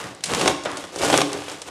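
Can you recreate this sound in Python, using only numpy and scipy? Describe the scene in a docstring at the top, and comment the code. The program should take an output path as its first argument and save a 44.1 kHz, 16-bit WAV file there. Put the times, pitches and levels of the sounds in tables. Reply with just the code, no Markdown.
"""A soft, crunchy rasp comes first, then louder pushes and lighter pulls: a serrated knife is
sawing a crusty loaf on a slatted wooden board. The teeth break the crust in tiny fractures that
crackle in the air and rasp through loaf and board. Now and then a larger flake snaps, or the loaf
knocks the board. A small, bare kitchen rings after each stroke, over quiet room noise."""
import sys
import numpy as np
from scipy import signal
from scipy.fft import rfft, irfft
from scipy.io import wavfile

SR = 44100
rng = np.random.default_rng(int(sys.argv[2]) if len(sys.argv) > 2 else 0)


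def dump(signal):
    """Clip the signal to [-1, 1] and save it as 16-bit WAV at the path in sys.argv[1]."""
    limited = np.clip(np.atleast_2d(signal).T, -1, 1)
    pcm = np.round(limited * 32767).astype(np.int16)
    wavfile.write(sys.argv[1], SR, pcm)


N = 74970

# Tone of each sound, from bass to treble. Each row: frequency in Hz, relative level in dB.
ROOM_NOISE_TONE = [(25, -26), (60, 1.5), (120, -2), (300, -3.5), (1000, -17.5), (5000, -4.5), (9000, -35.5),
                   (15000, -65)]
RASP_TONE = [(30, -60), (60, -37), (90, -32), (135, -20), (185, -11), (230, -7), (285, 3.5), (430, 0),
             (580, -2.5), (780, -7), (1000, -9.5), (1400, -13.5), (2000, -17), (3000, -24), (5000, -30.5),
             (15000, -66)]  # the hollow loaf
RUMBLE_TONE = [(25, 1), (42, -53), (60, -13.5), (90, -6.5), (130, -1), (185, 1), (240, -6.5), (500, -24.5),
               (2000, -105)]  # the loaf rocking on the board
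SCRAPE_TONE = [(200, -26.5), (600, -4), (1100, 0), (1900, -4), (2700, -16.5), (5000, -20.5), (9000, -28),
               (15000, -62)]  # the side of the blade rubbing
CRACKLE_TONE = [(200, -26), (900, -6), (1900, 0.5), (2900, 4.5), (4600, -1.5), (7300, -0.5), (9500, -4.5),
                (12000, -13), (15000, -38)]  # tiny breaks in the crust
SNAP_TONE = [(300, -39), (1800, -4), (3300, 1), (5500, 5), (8000, 3), (10000, -1.5), (12000, -20),
             (15500, -28)]  # the bright part of a breaking flake
CRACK_TONE = [(150, -12), (600, 12), (1300, 3.5), (2100, -1), (3300, 3.5), (4600, -9.5), (8000, -18.5),
              (15000, -44)]  # its mid-pitched part
# Notes at which the board and blade ring.
# Each row: pitch in Hz, relative level in dB, seconds to fade by 60 dB.
RINGING_NOTES = [(94.3, -24, 0.89), (140.5, -8, 0.18), (174.9, -6, .35), (290, 1.5, 0.58),
                 (340.2, -1.5, 0.3), (412.5, -2.5, 0.55), (562.7, -3.5, 0.13), (690, -13, 0.6),
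                 (742.6, -7.5, 0.077), (796, -5.5, 0.6), (882, -49, .25), (1077.7, -7, 0.6),
                 (1199, -4, 0.18), (1443, -9.5, 0.1), (2840, -35, 0.18)]
# The loaf knocking the board. Each row: start in seconds, level in dB, centre pitch in Hz.
BOARD_KNOCKS = [(0.031, -36, 174), (.265, -37.5, 176), (0.48, -22, 338), (.963, -29, 424), (1.03, -24, 286),
                (1.186, -22.5, 289), (1.197, -23.5, 145.2), (1.345, -40, 97.5)]
# Flakes of crust breaking. Each row: start in seconds, levels in dB of the bright snap, the crack
# and the thud in the loaf, then decay time in seconds.
FLAKE_SNAPS = [ (0.149, -36, -53, -49, 0.0023), (.207, -43, -36, -56, 0.0032),
               (0.2379, -16.5, -32.5, -51, 0.0074), (0.257, -28, -43, -38, 0.02),
               (.3245, -35, -35, -45, 0.00037), (0.3364, -21, -12.5, -39, .0015),
               (0.3483, -16, -17, -14, 0.0025), (0.3954, -22, -21, -46, 0.0027),
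               (.412, -22.5, -17, -23, 0.0087), (0.4582, -23, -15, -16, 0.0042),
               (0.4715, -31, -21.5, -25, 0.011), (0.4772, -13.5, -8.5, -23, .0045),
               (0.6363, -33, -37.5, -52, 0.006), (.651, -30.5, -27, -36, 0.0045),
               (.657, -50, -24.5, -23, .014), (0.7162, -24.5, -57, -41, .001),
               (0.7703, -29, -29.5, -30, 0.0081), (0.8395, -46, -29.5, -25, 0.0049),
               (0.96, -26, -52, -21.5, 0.0026), (0.986, -28.5, -59, -40, 0.01),
               (1.035, -22.5, -52, -15, 0.0038), (1.048, -22, -41, -19, 0.0095),
               (1.1004, -20.5, -16, -12, 0.0041), (1.128, -23, -11.5, -15.5, 0.0049),
               (1.14, -29, -12.5, -14.5, 0.0086), (1.176, -8.5, -13, -40, 0.0017),
               (1.185, -48, -19, -9.5, 0.0042), (1.206, -16, -15, -21, 0.0011),
               (1.216, -16, -6.5, -17, 0.0024), (1.318, -35, -46, -23.5, 0.0034),
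               (1.3306, -21, -45, -33, 0.0027), (1.4196, -55, -29, -56, 0.0035),
               (1.482, -51, -24, -46, 0.0032), (1.498, -30, -42, -35, 0.0019),
               (1.516, -35, -31.5, -58, 0.0062), (1.618, -27.5, -31.5, -41, 0.0048),
               (1.6866, -36, -36, -33, 0.0024)]
# Knife strokes. Each row: start, full bite, easing off and end of the fade in seconds, then six levels
# in dB (rasp at full bite and at easing off, crackle at the same two moments, scrape, rumble).
# If the fade's end comes before easing off, the stroke stops at once when it eases off.
KNIFE_STROKES = [ (-.05, -0.006, .09, 0.34, -35.5, -42.5, -35.5, -46, -35, -44.5),
                 (0.221, 0.309, 0.5, 0.57, -27, -23, -30.5, -29.5, -30.5, -33),
                 (0.649, 0.655, 0.807, 1, -33.5, -37.5, -49.5, -39, -30, -47.5),
                 (0.919, 1.033, 1.185, 1.324, -19.5, -24, -26, -26, -57, -39.5),
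                 (1.312, 1.327, 1.404, 1.564, -30, -41.5, -41, -43.5, -38, -59),
                 (1.398, 1.487, 1.535, 1.795, -45.5, -42, -38.5, -42, -38, -52.5),
                 (1.628, 1.684, 1.7, 1.3, -36.5, -43, -40, -58, -51, -57)]


def undb(db):
    """Turn decibels into a number to multiply a sound by."""
    return 10 ** (np.asarray(db) / 20)


def unit(x):
    """Scale a sound to an average power of 1."""
    return x / np.sqrt(np.mean(x ** 2) + 1e-18)


def through(x, response):
    """Pass a sound through an object, given the object's response to one click."""
    return signal.fftconvolve(x, response / np.sqrt(np.sum(response ** 2)))[:N]


def colour(x, tone, size=4096):
    """Filter a sound with a tone table; white noise would keep its level."""
    hz, db = np.array(tone).T
    bin_hz = np.maximum(np.arange(size // 2 + 1) * SR / size, 1)
    gain = undb(np.interp(np.log(bin_hz), np.log(hz), db))
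    cepstrum = irfft(np.log(gain))
    cepstrum[1:size // 2] *= 2  # fold it so the filter rings after a click, never before
    cepstrum[size // 2 + 1:] = 0
    return through(x, irfft(np.exp(rfft(cepstrum))))


def room_noise(level_db=-55.5):
    """A quiet, steady rush in the background."""
    return undb(level_db) * colour(rng.standard_normal(N), ROOM_NOISE_TONE)


def kitchen(x, t, split_hz=3500, delay_s=0.006):
    """Bare walls add a wash of echoes whose treble dies sooner."""
    noise = rng.standard_normal(N) * (t > delay_s)
    low = signal.sosfilt(signal.butter(2, split_hz, fs=SR, output="sos"), noise)
    high = signal.sosfilt(signal.butter(2, split_hz, "high", fs=SR, output="sos"), -noise)
    tail = sum(band * undb(db) * unit(undb(-60 * t / fade_s)) / np.sqrt(N)
               for band, db, fade_s in ((low, -9.5, 0.78), (high, -12, 0.62)))
    return x + signal.fftconvolve(x, tail)[:N]


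def knocks(t, spread_octaves=0.083, rise_s=0.0022):
    """The loaf bumps the board softly; where it presses decides which notes ring."""
    out = np.zeros(N)
    for start, db, pitch_hz in BOARD_KNOCKS:
        age = np.maximum(t - start, 0)
        onset = 1 - np.exp(-age / rise_s)
        for hz, _, fade_s in RINGING_NOTES:
            nearness = np.exp(-(np.log2(hz / pitch_hz) / spread_octaves) ** 2)
            out += nearness * onset * undb(db - 60 * age / fade_s) * np.sin(2 * np.pi * hz * age)
    return out


def loaf_and_board(push, t, ring_db=-4.5):
    """A push sounds through the damped, hollow loaf, and the board and blade ring with it."""
    ring = sum(undb(db - 60 * t / fade_s) / np.sqrt(fade_s) * np.sin(2 * np.pi * hz * t)
               for hz, db, fade_s in RINGING_NOTES)
    return colour(push, RASP_TONE) + undb(ring_db) * through(push, ring)


def fractures(per_s, spread_db, decay_s=0.00037):
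    """Tiny breaks at random moments, each a burst of noise of slightly different strength."""
    happens = rng.random(N) < per_s / SR
    size = undb(spread_db * np.minimum(rng.exponential(size=N), np.pi))
    power = signal.lfilter([1], [1, -np.exp(-2 / (decay_s * SR))], happens * size ** 2)
    return unit(np.sqrt(power) * rng.standard_normal(N))


def flakes(t, thud_cut_hz=216):
    """Each flake breaks in a quick, dying run of fractures: a snap, a crack and a thud."""
    out = np.zeros((3, N))
    runs = np.array([fractures(per_s=14000, spread_db=-0.3) for _ in out])
    for start, snap_db, crack_db, thud_db, decay_s in FLAKE_SNAPS:
        fade = (t >= start) * np.exp(-np.abs(t - start) / decay_s)
        burst = np.array([unit(run * fade) for run in runs]) * np.sqrt(np.mean(fade ** 2))
        out += undb([[snap_db], [crack_db], [thud_db]]) * burst
    snap, crack, thud = out
    # A snap is too brief to move the whole loaf, so its thud has little bass.
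    bass_cut = signal.butter(2, thud_cut_hz, "high", fs=SR, output="sos")
    return snap, crack, signal.sosfilt(bass_cut, thud)


def strokes(t, rise_db=28.5, crackle_rise_db=23.5, release_db=23.5, scrape_fade_db_per_s=78):
    """Loudness of rasp, crackle, scrape and rumble: each stroke bites in, holds, then fades or stops."""
    out = np.zeros((4, N))
    for start, full, ease, fade_end, *levels in KNIFE_STROKES:
        rasp_full, rasp_ease, crackle_full, crackle_ease, scrape, rumble = levels
        rise = np.minimum((t - full) / (full - start), 0)  # -1 at the start, 0 from full bite on
        fall_db = release_db * np.minimum((ease - t) / max(fade_end - ease, 1 / SR), 0)
        # The side of the blade rubs hardest as the knife turns round.
        scrape_db = scrape - scrape_fade_db_per_s * np.maximum(t - full, 0)
        db = np.array([np.interp(t, [full, ease], [rasp_full, rasp_ease]) + rise_db * rise,
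                       np.interp(t, [full, ease], [crackle_full, crackle_ease]) + crackle_rise_db * rise,
                       scrape_db + rise_db * rise,
                       rumble + rise_db * rise])
        entry = np.clip((t - start) / 0.0086, 0, 1)  # the teeth meet the crust gradually
        out += entry * undb(db + fall_db)
    return out


def sawing(t, teeth_per_s=81, uneven_db=1.2):
    """Teeth catch unevenly, pushing the loaf and clicking in the air; the blade rubs and the loaf rocks."""
    wobble = np.interp(t * teeth_per_s, np.arange(N), rng.standard_normal(N))
    catch = unit(undb(-uneven_db * wobble))
    rasp, crackle, scrape, rumble = catch * strokes(t)
    push = rasp * fractures(per_s=1800, spread_db=0.5)
    clicks = crackle * fractures(per_s=2400, spread_db=0.5)
    rub = scrape * fractures(per_s=4000, spread_db=-1.0)
    rocking = rumble * fractures(per_s=1900, spread_db=-3.5)
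    return push, clicks, rub, rocking


def scene():
    """Sawing and snapping crust echo in the kitchen; knocks and room noise are added on top."""
    t = np.arange(N) / SR
    background = room_noise()
    push, clicks, rub, rocking = sawing(t)
    snap, crack, thud = flakes(t)
    body = loaf_and_board(push + thud, t) + colour(rocking, RUMBLE_TONE)
    crust = colour(clicks, CRACKLE_TONE) + colour(rub, SCRAPE_TONE)
    flaking = colour(snap, SNAP_TONE) + colour(crack, CRACK_TONE)
    return (kitchen(body + crust + flaking, t) + knocks(t) + background)[None]


def record(dry, low_cut_hz=50, top_hz=15000):
    """Thin out the deep bass and cut off the highest treble."""
    thinned = signal.sosfilt(signal.butter(3, low_cut_hz, "high", fs=SR, output="sos"), dry)
    return signal.sosfilt(signal.ellip(8, .2, 80, top_hz, fs=SR, output="sos"), thinned)


dry = scene()
out = record(dry)
dump(out)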